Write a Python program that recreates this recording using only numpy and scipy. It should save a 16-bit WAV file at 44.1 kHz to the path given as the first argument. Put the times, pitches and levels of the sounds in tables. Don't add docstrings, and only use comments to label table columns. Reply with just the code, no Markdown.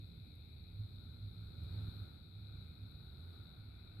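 import sys
import numpy as np
from scipy.fft import rfft, irfft, next_fast_len
from scipy.io import wavfile
from scipy.ndimage import map_coordinates

SR = 44100
rng = np.random.default_rng(int(sys.argv[2]) if len(sys.argv) > 2 else 0)


def wav_record(signal):
    frames = np.transpose(np.atleast_2d(signal))
    bounded = np.clip(frames, -1, 1)
    quanta = np.round(bounded * 32767).astype(np.int16)
    wavfile.write(sys.argv[1], SR, quanta)


N = 176400

# (time [s], level [dB])
INSECT_LEVEL = [(0, -69), (0.3, -70), (0.55, -70), (0.8, -70.5), (1, -68), (1.25, -69), (1.45, -68),
                (1.6, -67.5), (1.88, -65), (2.1, -67.5), (2.35, -71), (2.6, -67), (2.78, -69), (2.95, -68),
                (3.3, -68.5), (3.55, -69), (4, -70)]
LOW_FROG_LEVEL = [(0, -86.0), (0.6, -87.5), (0.9, -81.5), (1.3, -80.9), (1.7, -76), (2.02, -72), (2.3, -83),
                  (2.55, -78.5), (3.1, -78.5), (3.38, -75.5), (3.6, -78.0), (4, -78.9)]
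HIGH_FROG_LEVEL = [(0, -81.5), (0.35, -80.5), (0.65, -80), (0.8, -84.5), (1.2, -84.5), (1.85, -79),
                   (2.3, -85), (2.65, -80.5), (3.1, -84.5), (3.5, -82.7), (3.8, -80), (4, -82)]
# (frequency [Hz], relative level [dB])
INSECT_EQ = [(2900, -50.5), (3300, -18), (3550, -4), (3780, 1.5), (3970, 4.5), (4200, -0.5), (4420, -5.5),
             (4700, -18.5), (5000, -29), (5400, -52)]
LOW_FROG_EQ = [(1000, -32.5), (1220, -10), (1340, -5), (1425, -5.5), (1500, -7), (1700, -23), (1900, -54.5)]
HIGH_FROG_EQ = [(1750, -24.5), (2100, -4.5), (2300, 0.5), (2470, 1), (2620, -4), (2850, -18), (3200, -55)]
# (time [s], pitch [Hz])
HIGH_FROG_PITCH = [(0, 2430), (.6, 2470), (1.2, 2380), (1.9, 2450), (2.9, 2440), (3.4, 2310), (4, 2330)]
# (time [s], level [dB])
RUMBLE_LEVEL = [(0, -61), (0.25, -61), (0.55, -55.5), (0.85, -58.4), (1.15, -57), (1.45, -57), (1.65, -54),
                (1.9, -56), (2.25, -61.5), (2.55, -56.5), (2.8, -59.5), (3.05, -60), (3.3, -63), (3.6, -62),
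                (4, -60.5)]
TYRE_LEVEL = [(0.02, -85.5), (1.58, -81.5), (1.76, -74.5), (2.18, -81), (2.25, -85), (2.57, -81.5),
              (2.72, -83.5), (3.38, -78.5), (3.81, -82), (3.95, -80.5)]
MAIN_DRONE_LEVEL = [(0.0, -52), (0.04, -47), (0.09, -70), (0.22, -49.5), (0.32, -81), (0.37, -49.5),
                    (0.43, -66), (0.73, -57), (0.81, -38.5), (0.91, -59.5), (0.95, -50), (1.15, -58),
                    (1.25, -41), (1.34, -63), (1.38, -44.5), (1.47, -56.5), (1.8, -41.5), (1.89, -46),
                    (1.93, -60), (2.02, -40.5), (2.09, -74), (2.32, -72), (2.36, -51), (2.62, -52.5),
                    (2.66, -82), (2.84, -45.5), (2.91, -72), (3.01, -51.5), (3.04, -67), (3.14, -71),
                    (3.31, -72), (3.41, -49.5), (3.49, -79), (3.59, -52), (3.91, -63), (4.0, -47.5)]
LOW_DRONE_LEVEL = [(0, -59), (0.25, -66), (0.5, -59), (0.75, -62.4), (1.05, -58.5), (1.4, -67), (1.62, -46),
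                   (1.8, -50.5), (2.1, -60.5), (2.35, -68), (2.6, -60), (2.8, -60), (3.05, -61.5),
                   (3.26, -48), (3.55, -69.3), (4, -64.5)]
# (pitch [Hz], level [dB])
ENGINE_TONES = [(64, -65.5), (134, -70.5), (165, -68.5), (236, -77)]
# (frequency [Hz], relative level [dB])
RUMBLE_EQ = [(18, -33), (34, -6), (48, -6.5), (62, -1), (82, -1), (105, -4.5), (135, -8.5), (190, -24.5),
             (400, -82)]
ROAD_EQ = [(60, -15.5), (130, 0.5), (200, -3.5), (290, -7.5), (400, -13.5), (550, -21.5), (800, -33.5),
           (1500, -58)]
TYRE_EQ = [(350, -33.5), (520, -2.5), (760, 0), (1100, -6.5), (1800, -9), (3000, -15.5), (5000, -48.5)]
# (frequency [Hz], relative level [dB])
RUSH_EQ = [(2400, -33.5), (3000, -7.5), (3500, 2.5), (4200, -0.5), (4800, -6), (5400, -9.5), (5900, -67),
           (6300, -36.5), (6750, -11), (7300, -33), (7900, -6), (8500, -34), (9500, -47)]
# (frequency [Hz], relative level [dB])
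HISS_EQ = [(8400, -36), (8900, -8), (9450, -2), (10100, -8), (10700, -18), (11400, -3), (12000, 5),
           (12600, -5), (13200, 0), (13900, -9), (14600, -4.5)]
# (time [s], level [dB])
HISS_LEVEL = [(0, -81.5), (.65, -81.5), (.87, -81), (1.12, -81), (1.55, -79.5), (1.9, -75), (2.3, -83),
              (2.6, -81.5), (3, -80.5), (3.35, -79.5), (3.7, -82.5), (4, -82)]
# (frequency [Hz], left minus right [dB])
HISS_BALANCE = [(9000, 9.6), (10200, 11), (11000, 2.7), (12000, 4.3), (13200, 1), (14200, 2.4)]
# (time [s], relative level [dB])
SWELL = [(0, -75.5), (0.6, -79.5), (0.9, -75.5), (1.25, -76.5), (1.55, -73), (1.82, -67), (2.05, -73),
         (2.27, -79.5), (2.55, -75), (3, -78), (3.35, -74), (3.6, -79), (4, -76.5)]
# (time [s], level [dB])
FAST_TICK_LEVEL = [(0, -60), (.27, -59), (.5, -72), (1.6, -72), (1.9, -56), (2.1, -72), (2.9, -68),
                   (3.05, -59.5), (3.95, -61.5)]
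# (frequency [Hz], gain [dB])
TICK_EQ = [(7500, -50), (8500, -16), (9200, -2), (10500, -2), (12000, 2), (14500, -1)]
# (frequency [Hz], left-right correlation [0-1])
CORRELATION = [(30, .93), (100, 1), (180, 0.64), (300, 0.4), (600, 0.25), (1400, 0.38), (2500, .05),
               (8000, 0)]


def insects():
    crowd = chorus(INSECT_EQ, pulse_hz=70, blur=0.56, callers=20)
    trills = sum(amp(7 * np.tanh(wobble(22))) * rattle(hz, pulse_hz=70, depth_db=6)
                 for hz in np.linspace(3680, 4300, num=7))
    return amp(curve(INSECT_LEVEL) - 5) * (crowd + amp(-7.5) * unit(trills)) * pan(left_db=22)


def frogs():
    low = chorus(LOW_FROG_EQ, pulse_hz=28, blur=0.55, callers=6)
    low += amp(-7.5) * rattle(1425.5, pulse_hz=30.1, depth_db=5.5)
    low *= amp(curve(LOW_FROG_LEVEL) + 1)
    high = chorus(HIGH_FROG_EQ, pulse_hz=49, blur=0.65, callers=8)
    high += amp(-9.5) * rattle(curve(HIGH_FROG_PITCH), pulse_hz=48.2, depth_db=3)
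    high *= amp(curve(HIGH_FROG_LEVEL) + 2.5)
    return low * pan(left_db=-2) + high * pan(left_db=0.5)


def chorus(eq, pulse_hz, blur, callers):
    pulses = np.zeros((2, N))
    for caller in range(callers):
        rate_hz = pulse_hz * rng.uniform(0.7, 1.3) * (1 + 0.05 * wobble(20))
        pulse_count = np.floor(np.cumsum(rate_hz) / SR + rng.random())
        onsets = np.diff(pulse_count, append=pulse_count[-1])
        pulses[caller % 2] += onsets * amp(3.5 * wobble(4.83))
    return np.sqrt(1 - blur) * coloured(pulses, eq) + np.sqrt(blur) * wash(eq)


def rattle(hz, pulse_hz, depth_db):
    tremolo = amp(depth_db * tone(pulse_hz, wander=0.25) + 2.6 * wobble(20))
    return unit(tremolo * tone(hz + 45 * wobble(90), wander=0.015))


def road_noise():
    rumble = amp(curve(RUMBLE_LEVEL) + 1.5) * wash(RUMBLE_EQ)
    roar = amp(-62.5) * swell(0.7) * wash(ROAD_EQ)
    tyres = amp(curve(TYRE_LEVEL) + 3) * wash(TYRE_EQ)
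    return rumble + roar + tyres


def engines():
    main_drone = amp(curve(MAIN_DRONE_LEVEL) - 1) * tone(hz=102, wander=0.02997)
    low_drone = amp(curve(LOW_DRONE_LEVEL) - 2) * tone(hz=83.7, wander=0.02997)
    weak_tones = sum(amp(db + 3.7 * wobble(7)) * tone(hz, wander=0.03463) for hz, db in ENGINE_TONES)
    return main_drone + low_drone + weak_tones * swell(0.9)


def high_hiss():
    rush = amp(-79.5) * swell(0.63) * wash(RUSH_EQ) * pan(left_db=-3.5)
    hiss = filtered(wash(HISS_EQ), lambda hz: amp(along(HISS_BALANCE, hz) * np.array([[1], [-1]]) / 2))
    return rush + amp(curve(HISS_LEVEL) + 0.35 * wobble(7)) * hiss


def radio_ticks():
    slow_period_s, fast_period_s, edge_gap_s = 1.28, 0.1024, 0.0006
    slow = [(s, -50) for s in np.arange(0.3558, N / SR, slow_period_s)]
    fast = [(s, np.interp(s, *np.transpose(FAST_TICK_LEVEL)))
            for s in np.arange(0.065, N / SR, fast_period_s)]
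    edges = np.zeros(N + SR)
    for start_s, db in slow + fast:
        edges[round(start_s * SR)] += amp(db)
        edges[round((start_s + edge_gap_s) * SR)] -= 0.79 * amp(db)
    return filtered(edges[:N], lambda hz: amp(along(TICK_EQ, hz))) * pan(left_db=9)


def wash(eq):
    def mid_side_gains(hz):
        angle = np.arccos(along(CORRELATION, hz)) / 2
        return np.array([np.cos(angle), np.sin(angle)])
    mid, side = filtered(rng.standard_normal((2, N)), mid_side_gains)
    return coloured(np.array([mid + side, mid - side]), eq)


def swell(depth):
    level_db = curve(SWELL)
    return amp(depth * (level_db - level_db.mean()))


def tone(hz, wander):
    pitch_hz = hz * (1 + wander * wobble(14))
    return unit(np.sin(2 * np.pi * np.cumsum(pitch_hz) / SR))


def wobble(knots_per_s):
    return map_coordinates(rng.standard_normal(400), [np.arange(N) * knots_per_s / SR + 2], mode="mirror")


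def coloured(x, eq):
    return unit(filtered(x, lambda hz: amp(along(eq, hz))))


def filtered(x, response):
    size = next_fast_len(N + SR // 2)
    return irfft(rfft(x, size) * response(np.fft.rfftfreq(size, 1 / SR)), size)[..., :N]


def along(points, hz):
    frequencies, values = np.transpose(points)
    return np.interp(np.log(hz + 1), np.log(frequencies + 1), values)


def curve(points):
    return np.interp(np.arange(N) / SR, *np.transpose(points))


def pan(left_db):
    return amp(np.array([[left_db], [-left_db]]) / 2)


def amp(db):
    return 10 ** (np.asarray(db) / 20)


def unit(x):
    return x / np.sqrt(np.mean(x ** 2) + 1e-20)


def scene():
    traffic = (road_noise() + engines()) * pan(left_db=-2.1)
    return insects() + frogs() + traffic + high_hiss() + radio_ticks()


def record(dry):
    return filtered(dry, lambda hz: hz < 14600)


dry = scene()
out = record(dry)
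wav_record(out)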